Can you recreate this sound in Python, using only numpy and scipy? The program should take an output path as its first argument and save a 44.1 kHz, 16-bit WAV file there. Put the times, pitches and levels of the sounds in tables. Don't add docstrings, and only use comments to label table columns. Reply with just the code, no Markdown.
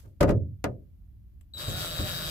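import sys
import numpy as np
from scipy import signal
from scipy.io import wavfile

SR = 44100
rng = np.random.default_rng(int(sys.argv[2]) if len(sys.argv) > 2 else 0)


def digitize_waveform(pressure):
    field = np.atleast_2d(pressure).T
    bounded = np.clip(field, -1, 1)
    quanta = np.round(bounded * 32767).astype(np.int16)
    wavfile.write(sys.argv[1], SR, quanta)


N = 101429
T = np.arange(N) / SR
EDGES_HZ = 20 * 2 ** (np.arange(40) / 4)
CENTRES_HZ = np.sqrt(EDGES_HZ[1:] * EDGES_HZ[:-1])

# (frequency [Hz], correlation [-1..1])
CABIN_CORRELATION = [(60, 0.85), (130, 0.88), (290, 0.47), (640, 0.37), (1400, .1), (3000, 0.014),
                     (15000, 0.036)]
# (frequency [Hz], relative density [dB])
RUMBLE_SPECTRUM = [(22, -10), (40, 0), (62, 9), (120, -3.5), (150, -14.5), (195, -11.5), (240, -22),
                   (320, -21.5), (450, -46.5), (600, -37.5), (900, -46), (3000, -49.5), (9000, -57),
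                   (13000, -45), (16000, -48)]
# (time [s], boom [dB], body [dB], clack [dB], crack [dB], contact length [s])
BLOWS = [(0.032, -55.5, -65, -76, -61, 0.0083), (0.05, -42, -54, -55, -61, 0.024),
         (0.2068, -22.5, -25.5, -20, -40, 0.0056), (0.2101, -17, -14, -19, -18, 0.0076),
         (0.2293, -19.5, -16, -16.5, -20.5, 0.011), (0.281, -26.5, -26.5, -28.5, -39, 0.018),
         (0.2925, -16, -19.5, -22, -30.5, 0.005), (0.307, -19.5, -38, -29.5, -31, 0.014),
         (0.6419, -27.5, -21.5, -19, -24, 0.0015), (1.141, -45, -86, -85.5, -90, 0.02),
         (1.547, -45, -62, -57, -60, 0.0034), (1.681, -26.5, -40, -45, -50, 0.0095),
         (1.731, -32, -56, -46, -63, 0.0099), (1.996, -24.5, -36, -39, -51, 0.013),
         (2.036, -30, -57, -38, -55, 0.012)]
# (frequency [Hz], relative density [dB])
KNOCK_SPECTRUM = [(25, -16.5), (40, -2), (50, -9), (68, 4), (115, 5.5), (165, -6), (300, -4.5), (450, -7.5),
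                  (600, -3.5), (800, -16), (1050, -13.5), (1300, -12.5), (1900, -18.5), (2250, -20.5),
                  (2500, -20), (3200, -28), (6000, -27), (10000, -33), (15000, -33.5)]
# (frequency [Hz], t60 [s])
KNOCK_T60 = [(40, 0.17), (110, 0.6), (300, 0.38), (600, 0.27), (850, 0.15), (1300, 0.11), (2500, 0.081),
             (5000, .065), (14000, 0.034)]
# (frequency [Hz], left minus right [dB])
KNOCK_PAN = [(100, -0.85), (350, 0.5), (650, 2.5), (1300, 1.5), (4400, 2.1), (15000, -1.5)]
# (frequency [Hz], relative level [dB], t60 [s])
ROOF_MODES = [(38.2, -9.5, 0.29), (79, 0, 0.13), (88.44, -6, 0.61), (118.3, -12, .8), (194.6, -8, 0.42),
              (248.8, -19, 0.18), (299.7, -4.5, .3), (373.9, -10, .3), (413, -5, 0.28), (533, -4, 0.29),
              (585.5, -2.5, 0.19), (713, -15, 0.12), (889.5, -13, 0.13), (1173, -23, .06), (1247, -12, .1),
              (1525, -22.5, 0.11), (1945, -11.5, 0.06), (2090, -28.5, .06), (2430, -17.5, .06),
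              (2760, -22.5, 0.033), (2990, -21.5, 0.05)]
# (frequency [Hz], level [dB], t60 [s])
TRIGGER_MODES = [(1250, -64, 0.0022), (3000, -66.5, .003), (7800, -63, 0.0051), (9120, -70.5, .003),
                 (12030, -63.5, .004)]
# (harmonic, left [dB], right [dB], lower, upper sideband [dB re harmonic])
WHINE_HARMONICS = [(1, -39.5, -45.5, -24, -9.5), (2, -59.5, -56, -13, 1), (3, -57, -61, 5.5, 0),
                   (4, -59, -70, -10, -2)]
# (time [s], speed [turns/s])
MOTOR_SPEED = [(1.56, 115), (1.61, 135), (1.645, 130), (1.68, 165), (1.72, 174), (1.78, 186), (1.83, 174),
               (1.89, 166), (1.95, 171), (2.0, 171), (2.075, 192), (2.13, 168), (2.19, 170), (2.27, 158)]
TURN_BURSTS = [1, .28, .28]
# (time [s], level [dB])
RASP_LEVEL = [(1.57, -35), (1.61, -37), (1.665, -41), (1.685, -36), (1.755, -40), (1.79, -35),
              (1.84, -34.5), (1.92, -38), (2.005, -35.5), (2.035, -39.5), (2.083, -34), (2.12, -36),
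              (2.21, -36), (2.26, -35.5), (2.285, -35)]
# (frequency [Hz], relative density [dB])
RASP_SPECTRUM = [(25, -3), (42, 20), (70, -12), (130, 19.5), (230, -3), (360, 5.5), (450, -4), (610, 5),
                 (740, 3), (820, -13), (1050, 0.5), (1350, 5), (1700, 1), (1900, -7), (2700, -1), (3450, 4),
                 (4150, -5.5), (4700, 3), (5200, 0), (5800, -6), (6700, -7), (7900, -3.5), (9400, -8.5),
                 (10500, -7.5), (11700, -4.5), (13300, -6.5), (15000, -4)]
# (frequency [Hz], left minus right [dB])
DRILL_PAN = [(150, -3), (650, 4), (1350, -3.5), (2300, 5), (4500, 0.5), (6500, 4), (8500, -3), (12000, 2),
             (15000, 5)]
# (multiple of motor speed, level at median speed [dB])
GEAR_ORDERS = [(1, -51.5), (3, -56), (4, -56.5), (7, -60), (8, -57), (9, -54.5), (10, -58)]

BOOM_HZ, BODY_HZ, CLACK_HZ, CRACK_HZ = 110, 600, 1600, 5000
CLICK_S, POWER_ON_S, MOTOR_START_S, SPIN_UP_S = 1.4105, 1.5365, 1.563, 0.047


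def from_db(db):
    return 10 ** (np.asarray(db) / 20)


def unit_rms(x):
    return x / np.sqrt(np.mean(x ** 2) + 1e-20)


def in_time(rows):
    return np.interp(T, *np.transpose(rows))


def at_hz(rows, hz):
    freqs_hz, values = np.transpose(rows)
    return np.interp(np.log(hz), np.log(freqs_hz), values)


def fade(age_s, t60_s):
    return np.exp(-np.log(1000) * np.maximum(age_s, 0) / t60_s)


def drift(rate_hz):
    pole = np.exp(-80 * np.pi * rate_hz / SR)
    slow = signal.lfilter([1], [1, -2 * pole, pole * pole], rng.standard_normal(N // 40 + 2002))[2000:]
    return np.interp(np.arange(N) / 40, np.arange(len(slow)), unit_rms(slow))


def ring(x, hz, t60_s):
    r, w = fade(1 / SR, t60_s), 2 * np.pi * hz / SR
    return signal.lfilter([0, np.sin(w)], [1, -2 * r * np.cos(w), r * r], x + 1e-18)


def pan(rows, hz):
    db = at_hz(rows, hz)
    return from_db(np.array([[db], [-db]]) / 2)


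def noise_bands(spectrum):
    gains = from_db(at_hz(spectrum, CENTRES_HZ)) * np.sqrt(np.diff(EDGES_HZ))
    gains /= np.linalg.norm(gains)
    white = rng.standard_normal((3, 2, N + SR // 4))
    for k, hz in enumerate(CENTRES_HZ):
        sos = signal.butter(2, EDGES_HZ[k:k + 2], "band", fs=SR, output="sos")
        mid, side = signal.sosfilt(np.vstack([sos, sos]), white[k % len(white)])[:, -N:]
        alike = at_hz(CABIN_CORRELATION, hz)
        stereo = np.sqrt(1 + alike) * mid + np.sqrt(1 - alike) * side * [[1], [-1]]
        yield hz, gains[k] * unit_rms(stereo)


def cabin():
    rumble = from_db(-49.5) * sum(band for _, band in noise_bands(RUMBLE_SPECTRUM))
    rustle = from_db(-59.5 + 2 * drift(60)) * fade(T, t60_s=.3) * rng.standard_normal((2, N))
    return rumble + rustle


def contact_clicks(contacts):
    force = blow_gains(CRACK_HZ) @ contacts * rng.standard_normal((2, N))
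    band_hz = [900, 5000]
    sos = signal.butter(1, band_hz, "band", fs=SR, output="sos")
    return from_db(37) * signal.sosfilt(sos, force + 1e-18)


def blow_gains(hz):
    anchors_hz = BOOM_HZ, BODY_HZ, CLACK_HZ, CRACK_HZ
    return from_db([at_hz(list(zip(anchors_hz, row[1:-1])), hz) for row in BLOWS])


def roof_ring(starts_s, gain_db=-5.5, scatter_db=2.5):
    out = np.zeros((2, N))
    for k, (hz, db, t60_s) in enumerate(ROOF_MODES):
        scatter = from_db(scatter_db * rng.standard_normal(len(starts_s)))
        impulses = np.zeros(N)
        impulses[(starts_s * SR).astype(int)] = blow_gains(hz) * scatter
        out -= (-1) ** k * from_db(gain_db + db) * ring(impulses, hz, t60_s) * pan(KNOCK_PAN, hz)
    return out


def knocks():
    starts_s = np.array(BLOWS)[:, 0]
    contacts = np.array([np.maximum(0, 1 - 2 * np.abs(T - start_s) / length_s)
                         for start_s, *_, length_s in BLOWS])
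    contacts /= contacts.sum(axis=1, keepdims=True)
    out = contact_clicks(contacts)
    for hz, band in noise_bands(KNOCK_SPECTRUM):
        energy = blow_gains(hz) ** 2 @ contacts + 1e-18
        main = 1, at_hz(KNOCK_T60, hz)
        snap = from_db(-2) * hz / (hz + BODY_HZ), 0.0062
        tail = from_db(-26), 0.22
        power = sum(signal.lfilter([gain ** 2], [1, -fade(2 / SR, t60_s)], energy)
                    for gain, t60_s in (main, snap, tail))
        out += band * np.sqrt(power) * pan(KNOCK_PAN, hz)
    return out + roof_ring(starts_s)


def trigger_click():
    age_s = T - CLICK_S
    plastic = sum(from_db(db) * unit_rms(ring(rng.standard_normal((2, N)), hz, t60_s))
                  for hz, db, t60_s in TRIGGER_MODES)
    envelope = fade(age_s, t60_s=.018) + from_db(-13) * fade(age_s, t60_s=.11)
    return plastic * (age_s > 0) * envelope


def whine(running, idle_hz=3945, run_hz=3808.5, ripple_hz=138, wobble_rad=.55):
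    started = T > MOTOR_START_S
    ripple = 2 * np.pi * ripple_hz * T
    switch_hz = np.where(started, run_hz, idle_hz) + 1.63 * drift(9.3)
    switch_phase = 2 * np.pi * np.cumsum(switch_hz) / SR
    out = 0
    for k, left_db, right_db, lower_db, upper_db in WHINE_HARMONICS:
        phase = k * switch_phase + np.array([[0], [1.7]])
        upper = from_db(upper_db) * np.sin(phase + ripple + wobble_rad * drift(8.5))
        lower = from_db(lower_db) * np.sin(phase - ripple + wobble_rad * drift(10))
        carrier = np.sin(phase) * from_db(1.8 * drift(30.6))
        idle_db = np.where(started, 0, -0.5 - 2 * (k - 1))
        gain = from_db(idle_db) * from_db([[left_db], [right_db]])
        out += gain * (carrier + running * (upper + lower))
    return np.sqrt(2) * out * np.clip((T - POWER_ON_S) / 0.0017, 0, 1)


def rasp(turn_rad, sharpness=7, chatter_share=.68):
    bursts = sum(size * np.exp(sharpness * (np.cos(turn_rad - 2 * np.pi * k / len(TURN_BURSTS)) - 1))
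                 for k, size in enumerate(TURN_BURSTS))
    bursts = unit_rms(bursts * from_db(0.33 * drift(320)))
    chatter = unit_rms(1 - chatter_share + chatter_share * bursts)
    noise = sum(band * pan(DRILL_PAN, hz) * from_db(drift(12)) * (chatter if hz > BODY_HZ else 1)
                for hz, band in noise_bands(RASP_SPECTRUM))
    return from_db(in_time(RASP_LEVEL)) * reflections(noise)


def reflections(x, per_side=12, max_delay_s=.014, strength=.5):
    out = x.copy()
    treble = signal.sosfilt(signal.butter(2, BODY_HZ, "high", fs=SR, output="sos"), x)
    for k, (distance, polarity) in enumerate(rng.random((2 * per_side, 2))):
        lag = 1 + int(distance * max_delay_s * SR)
        gain = np.sign(polarity - .5) * strength / np.sqrt(per_side)
        out[k % 2, lag:] += gain * treble[k % 2, :-lag]
    return unit_rms(out)


def gear_hum(turn_rad, waver_db=2.5, flutter_rad=.6):
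    out = 0
    for order, db in GEAR_ORDERS:
        gain = np.sqrt(2) * from_db(db + waver_db * drift(4.9))
        phase = order * turn_rad + flutter_rad * drift(51)
        stereo_rad = np.sqrt(order) * .5 * rng.standard_normal((2, 1))
        out += gain * np.sin(phase + stereo_rad)
    return out


def case_ring(hz=606.4):
    return from_db(-50.5) * unit_rms(ring(rng.standard_normal(N), hz, t60_s=0.25)) * pan(DRILL_PAN, hz)


def drill():
    speed_hz = in_time(MOTOR_SPEED)
    turn_rad = 2 * np.pi * np.cumsum(speed_hz) / SR
    speed_gain = (speed_hz / np.median(np.array(MOTOR_SPEED)[:, 1])) ** 2.1
    stirring = from_db(-23) * np.clip((T - POWER_ON_S) / 0.0055, 0, 1)
    running = np.clip((T - MOTOR_START_S) / SPIN_UP_S, 0, 1)
    windings = whine(running)
    motor = rasp(turn_rad) + speed_gain * (gear_hum(turn_rad) + case_ring())
    return windings + np.maximum(running, stirring) * motor


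def scene():
    return knocks() + trigger_click() + drill() + cabin()


def record(dry):
    cutoff_hz = 15500
    return signal.sosfilt(signal.ellip(10, .2, 80, cutoff_hz, fs=SR, output="sos"), dry)


dry = scene()
out = record(dry)
digitize_waveform(out)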